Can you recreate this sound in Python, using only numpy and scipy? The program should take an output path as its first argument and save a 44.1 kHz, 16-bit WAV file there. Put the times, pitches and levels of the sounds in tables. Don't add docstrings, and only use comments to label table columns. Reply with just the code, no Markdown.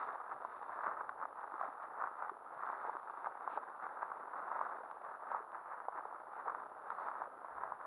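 import sys
import numpy as np
from scipy import signal
from scipy.io import wavfile
from scipy.ndimage import uniform_filter1d

SR = 44100
rng = np.random.default_rng(int(sys.argv[2]) if len(sys.argv) > 2 else 0)


def wrap_up_sound(samples):
    columns = np.atleast_2d(samples).T
    tamed = np.clip(columns, -1, 1)
    steps = np.round(tamed * 32767).astype(np.int16)
    wavfile.write(sys.argv[1], SR, steps)


N = 346626
TIME = np.arange(N) / SR

# [peak t/s, length/s, level/dB, brightness/(dB per octave)]
SWISH_EVENTS = [(0.006, 0.79, -42.5, 1), (0.323, 0.087, -45, -0.5), (0.838, 1, -47, 0),
                (0.873, 0.22, -40, 1.5), (1.013, 0.06, -43.5, 3.5), (1.228, 0.09, -46, 0.5),
                (1.416, 0.13, -46.5, 1.5), (1.631, 0.34, -44.5, 0.2), (1.633, 0.06, -46, 2),
                (1.836, 0.15, -47.5, 2.2), (2.034, 0.2, -42.5, 1.5), (2.234, 0.18, -43.5, 1.5),
                (2.691, 0.32, -42, 1.6), (2.872, 0.27, -44.6, 0.5), (3.09, 0.023, -51.5, 3),
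                (3.192, 0.56, -49, 1.1), (3.261, 0.033, -44.5, 4.5), (3.555, 0.41, -46, 0.6),
                (3.846, 0.063, -42, 1), (4.029, 0.035, -43, 5.5), (4.05, 1, -48.5, 0.5),
                (4.379, 0.12, -45, 0.3), (4.565, 0.051, -39, 2), (4.625, 0.65, -43.0, 0.5),
                (5.097, 0.27, -48, 1.2), (5.347, 0.23, -42, 1.5), (5.567, 0.12, -48, 2),
                (5.733, 0.21, -47, 4), (5.983, 0.57, -50.5, 3), (5.983, 0.061, -41, 1),
                (6.15, 0.18, -52, 0.5), (6.389, 0.21, -47, 2), (6.485, 0.053, -40.5, 2.5),
                (6.574, 0.4, -48, -1.4), (6.915, 0.015, -42, 2.5), (7.055, 0.42, -43.5, 0.9),
                (7.224, 0.18, -47, 1), (7.644, 0.04, -44, 2), (7.645, 0.5, -48.5, 2),
                (7.87, 0.16, -47.5, 0.5)]
RISE_SHARE, SWISH_CURVE = 0.59, 1.27
ENDS_DB, DULLING_DB_PER_OCT = -12, 0.5
STIR_DB, STIR_DB_PER_OCT = -55, -4.5
# [f/Hz, level/dB]
RUSTLE_COLOUR = [(25, -52), (65, -46.5), (140, -27.5), (250, -21), (480, -11), (680, -5.5), (880, 0),
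                 (1300, -1), (1650, -11.5), (2000, -22.5), (2400, -36.5), (3100, -50.5), (5000, -72)]
# [f/Hz, level/dB]
EDGE_COLOUR = [(900, -29.5), (2000, 8.5), (2600, 4), (3100, -7.5), (3650, 2.5), (4000, -10), (4500, -9.5),
               (5100, -34), (15000, -46)]
# [t/s, level/dB]
TREBLE_LEVEL = [(0, -74.5), (.25, -86), (.55, -76.5), (.8, -83.5), (1.05, -88), (1.65, -81.5), (2.0, -87),
                (3.0, -81), (4.4, -85.5), (4.9, -82.5), (5.75, -90.5), (6.4, -83.5), (6.95, -83.5),
                (7.3, -84.5), (7.85, -86)]
# [t/s, level/dB]
SWAY_LEVEL = [(0, -92.5), (1.25, -81), (1.4, -93), (5, -94), (6, -89.5), (7.5, -90.5), (7.57, -72),
              (7.65, -81), (7.85, -87)]
# [f/Hz, level/dB]
RUMBLE_COLOUR = [(25, -12.5), (65, 0.5), (130, -2), (1000, -80)]
# [f/Hz, level/dB]
HISS_COLOUR = [(30, 8), (300, 18), (3000, 10.5), (6000, -5), (9000, 0.5), (15000, -2.5)]
HISS_DB, WHINE_DB = -85, -86
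WHINE_HZ, WHINE_SLIPS_PER_S = 10497.3, 89.3
CUTOFF_HZ = 15720
# [strongest t/s, peak level/dB, centre f/Hz, crisp edge level/dB relative to the peak]
SNAP_EVENTS = [(0.3142, -35, 1270, -41), (0.4237, -35.5, 950, -43), (0.4499, -28, 970, -47),
               (0.695, -34, 1000, -40), (0.869, -24, 1200, -44), (0.876, -41, 1080, -48),
               (0.8822, -34, 1150.0, -39), (1.0122, -31.5, 990.0, -40), (1.0937, -27, 1240, -24.5),
               (1.215, -31.5, 1100, -36), (1.227, -29, 1110, -37), (1.2327, -31, 1090, -44.5),
               (1.2547, -27, 1100, -43), (1.4433, -34.5, 1050, -33), (1.5412, -32, 1120.0, -41),
               (1.6129, -26, 1020.0, -45.5), (1.635, -28, 890, -44), (1.832, -42, 1260, -17),
               (2.0142, -30, 1170, -46.5), (2.023, -26, 1110, -41), (2.04, -25, 1130, -36),
               (2.074, -30, 1110, -36), (2.224, -30, 1120, -38), (2.296, -28.5, 1140, -26.5),
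               (2.8515, -30, 950.0, -39), (2.896, -28, 980, -39.5), (2.953, -32.5, 1040, -42.5),
               (2.9689, -29, 1120, -31), (3.099, -32, 1100, -46), (3.2455, -29.5, 1150.0, -49.5),
               (3.261, -29.5, 1180, -41), (3.271, -26.5, 915, -33), (3.409, -34, 1100, -48),
               (3.449, -37, 1110, -37), (3.4773, -23.5, 995, -42), (3.5753, -26, 890, -48),
               (3.8673, -29.5, 1150, -36), (4.0305, -24.5, 1020, -53.5), (4.1186, -31.5, 1110, -55),
               (4.5172, -25.5, 1000.0, -48), (4.6136, -23, 990, -59), (4.9135, -33, 1130, -22),
               (5.05, -34.5, 1080, -29), (5.142, -35, 1130, -43), (5.3174, -26.5, 984, -29),
               (5.348, -25, 985, -41), (5.52, -42, 1210, -18), (5.548, -33, 1200, -44),
               (5.803, -34.5, 1200, -33), (5.8853, -26, 873, -48), (5.9772, -35, 1030.0, -43),
               (6.0549, -31, 960, -54), (6.127, -34.5, 980, -42), (6.4817, -30, 1120.0, -42),
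               (6.498, -27, 1130, -37), (6.504, -38, 1190, -26), (6.5491, -28, 1180, -42),
               (6.9042, -26.5, 1204, -25), (7.086, -30.5, 1240, -40.5), (7.2199, -28.5, 970, -49),
               (7.4472, -35.5, 990, -39), (7.583, -33.5, 1055, -37), (7.636, -28, 1060, -44),
               (7.7218, -28, 990, -48)]
# [f/Hz, level/dB]
FLICK_COLOUR = [(30, -56.5), (140, -37), (400, -18.5), (800, 2.5), (1100, 8), (1400, -2.5), (1800, -18.5),
                (2400, -34.5), (4000, -72.5)]
# [f/Hz, level/dB]
CRACK_COLOUR = [(700, -12.5), (1800, 5.5), (2400, 9), (3100, -1), (3850, -2), (4300, -18), (5200, -40.5)]
# [strongest t/s, peak level/dB, centre f/Hz]
BUMP_EVENTS = [(0.354, -67, 141), (0.452, -53, 350), (0.877, -57.5, 192), (1.013, -42, 520.0),
               (1.543, -48, 360.0), (1.688, -51.5, 288), (2.319, -44, 400.0), (2.57, -67, 142),
               (2.885, -41, 490.0), (2.953, -46, 386), (3.573, -43, 442), (4.808, -41.5, 537),
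               (5.407, -43.5, 438), (5.884, -45, 540.0), (5.957, -49.5, 380.0), (6.056, -45.5, 453),
               (6.475, -39.5, 500), (7.279, -44, 504), (7.718, -68, 142)]
# [start t/s, end t/s, level at mid-slide/dB]
SLIDE_EVENTS = [(.72, .95, -95), (2.584, 3.0, -97), (6.88, 7.198, -89)]
# [f/Hz, level/dB]
SHEEN_COLOUR = [(2500, -8), (3600, 1.5), (4500, 5.5), (5100, -23), (7500, -21.5), (8400, -1), (10000, -14)]
SCRAPE_FROM_S, SCRAPE_TO_S, SCRAPE_DB = 3.495, 3.577, -69


def amp(db):
    return 10 ** (np.asarray(db) / 20)


def unit(x):
    return x / np.sqrt(np.mean(x ** 2) + 1e-20)


def peaked(x):
    return x / abs(signal.hilbert(x)).max()


def steadied(x, size=2205):
    power = uniform_filter1d(uniform_filter1d(x ** 2, size), size)
    return x / np.sqrt(abs(power) + 1e-9)


def curve(rows):
    return np.interp(TIME, *np.transpose(rows))


def wander(size):
    return unit(uniform_filter1d(uniform_filter1d(rng.standard_normal(N), size), size))


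def add(mix, s, sound):
    start = max(round(s * SR) - np.argmax(abs(signal.hilbert(sound))), 0)
    part = mix[start:start + len(sound)]
    part += sound[:len(part)]


def ping(spectrum, shift=1, size=4096):
    hz, db = np.transpose(spectrum)
    f = abs(np.fft.fftfreq(size, 1 / SR))
    log_gain = np.log(amp(np.interp(np.log(f + 1), np.log(hz * shift), db)))
    ring = np.fft.ifft(np.exp(np.conj(signal.hilbert(log_gain)))).real[:size // 2]
    return ring / np.linalg.norm(ring)


def colour(x, spectrum, shift=1):
    return signal.oaconvolve(x, ping(spectrum, shift))[:N]


def slips(per_s, spread_db, largest):
    size = amp(spread_db * np.minimum(rng.exponential(1, N), largest))
    happens = rng.random(N) < per_s / SR
    return unit(size * rng.choice([-1, 1], N) * happens)


def swishing(size=64):
    t = TIME[::size]
    power = np.full(len(t), amp(STIR_DB) ** 2)
    bright = power * STIR_DB_PER_OCT
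    for s, length, db, brightness in SWISH_EVENTS:
        progress = (t - s) / length / np.where(t < s, RISE_SHARE, 1 - RISE_SHARE)
        swish = amp(db + ENDS_DB * abs(progress) ** SWISH_CURVE) ** 2
        power = power + swish
        bright = bright + swish * (brightness - DULLING_DB_PER_OCT * progress)
    level_db = np.interp(TIME, t, 10 * np.log10(power))
    return level_db, np.interp(TIME, t, bright / power)


def blades(ticks, lowest_hz=260, highest_hz=2500, sharpness=2.64, level_db=5, count=14):
    blade = rng.integers(0, count, N)
    ringing = np.zeros(N)
    for k, hz in enumerate(np.geomspace(lowest_hz, highest_hz, count)):
        ringing += signal.lfilter(*signal.iirpeak(hz, sharpness, fs=SR), ticks * (blade == k))
    return amp(level_db) * ringing


def rustle(rub_db=-2, merge=0.15, clump_db=2.0, pivot_hz=1000, crackle_db=1, fizz_db=-3,
           crisp_follow=0.77, uneven_db=0.69, colour_wander_db=0.5):
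    level_db, brightness = swishing()
    noise = rng.standard_normal(N)
    clumps = amp(clump_db * unit(uniform_filter1d(uniform_filter1d(noise, size=260), size=160)))
    ticks = slips(per_s=1500, spread_db=4.5, largest=2.53) * clumps
    briskness_db = level_db - level_db.mean()
    rub = amp(rub_db + merge * briskness_db) * rng.standard_normal(N) * clumps
    body = colour(rub + blades(ticks), RUSTLE_COLOUR)
    hz, t, z = signal.stft(body, SR, nperseg=512)
    octaves = np.clip(np.log2((hz + 1) / pivot_hz), -1.4, 1)[:, None]
    tilt = brightness + colour_wander_db * wander(size=1300)
    z = z * amp(octaves * np.interp(t, TIME, tilt))
    body = signal.istft(z, SR, nperseg=512)[1][:N]
    crackle = slips(per_s=260, spread_db=4.0, largest=4.6)
    fizz = rng.standard_normal(N)
    crisp = ticks * rng.standard_normal(N) + amp(crackle_db) * crackle + amp(fizz_db) * fizz
    edge_gain = amp(curve(TREBLE_LEVEL) + crisp_follow * briskness_db)
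    edge = steadied(colour(crisp, EDGE_COLOUR)) * edge_gain
    return steadied(body) * amp(level_db + uneven_db * wander(size=900)) + edge


def sway():
    return amp(curve(SWAY_LEVEL)) * unit(colour(rng.standard_normal(N), RUMBLE_COLOUR))


def electronics(phase_slip=.46):
    creep = phase_slip * (TIME * WHINE_SLIPS_PER_S % 1)
    whine = np.sin(2 * np.pi * (WHINE_HZ * TIME + creep))
    hiss = colour(rng.standard_normal(N), HISS_COLOUR)
    return amp(WHINE_DB) * unit(whine) + amp(HISS_DB) * unit(hiss)


def snaps(level_db=-0.2, edge_db=2, centre_hz=1050, rebound=0.38, rebound_s=0.00242):
    out = np.zeros(N)
    chances = rng.random((len(SNAP_EVENTS), 3))
    for (s, db, hz, crisp_db), (lag, force, side) in zip(SNAP_EVENTS, chances):
        flick = peaked(ping(FLICK_COLOUR, hz / centre_hz))
        crack = amp(crisp_db + edge_db) * peaked(ping(CRACK_COLOUR))
        click = (flick + crack) * amp(db + level_db) * np.sign(side - .5)
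        add(out, s, click)
        add(out, s + rebound_s * (0.836 + .7 * lag), -rebound * (.5 + force) * click)
    return out


def bumps(level_db=-3, cycles=1.6):
    out, t = np.zeros(N), TIME[:SR // 5]
    for (s, db, hz), phase in zip(BUMP_EVENTS, rng.random(len(BUMP_EVENTS))):
        age = t * hz / cycles
        knock = age ** 2 * np.exp(-2 * age) * np.sin(2 * np.pi * (hz * t + phase))
        add(out, s, amp(db + level_db) * peaked(knock))
    return out


def slides():
    swell = np.zeros(N)
    for start, end, db in SLIDE_EVENTS:
        progress = np.clip((TIME - start) / (end - start), 0, 1)
        swell += amp(db) * np.sin(np.pi * progress)
    return swell * unit(colour(slips(per_s=660, spread_db=3.5, largest=3.0), SHEEN_COLOUR))


def scrape(growth=0.22):
    progress = np.clip((TIME - SCRAPE_FROM_S) / (SCRAPE_TO_S - SCRAPE_FROM_S), 0, 1)
    force = progress ** growth * (progress < 1)
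    grains = slips(per_s=4000, spread_db=2.0, largest=3.0) * force
    return amp(SCRAPE_DB) * colour(grains, CRACK_COLOUR)


def scene():
    return (rustle() + sway() + snaps() + bumps() + slides() + scrape())[None]


def record(dry):
    lowpass = signal.firwin(511, CUTOFF_HZ, window=("kaiser", 8), fs=SR)
    return signal.oaconvolve(dry + electronics(), lowpass[None], "same", axes=1)


dry = scene()
out = record(dry)
wrap_up_sound(out)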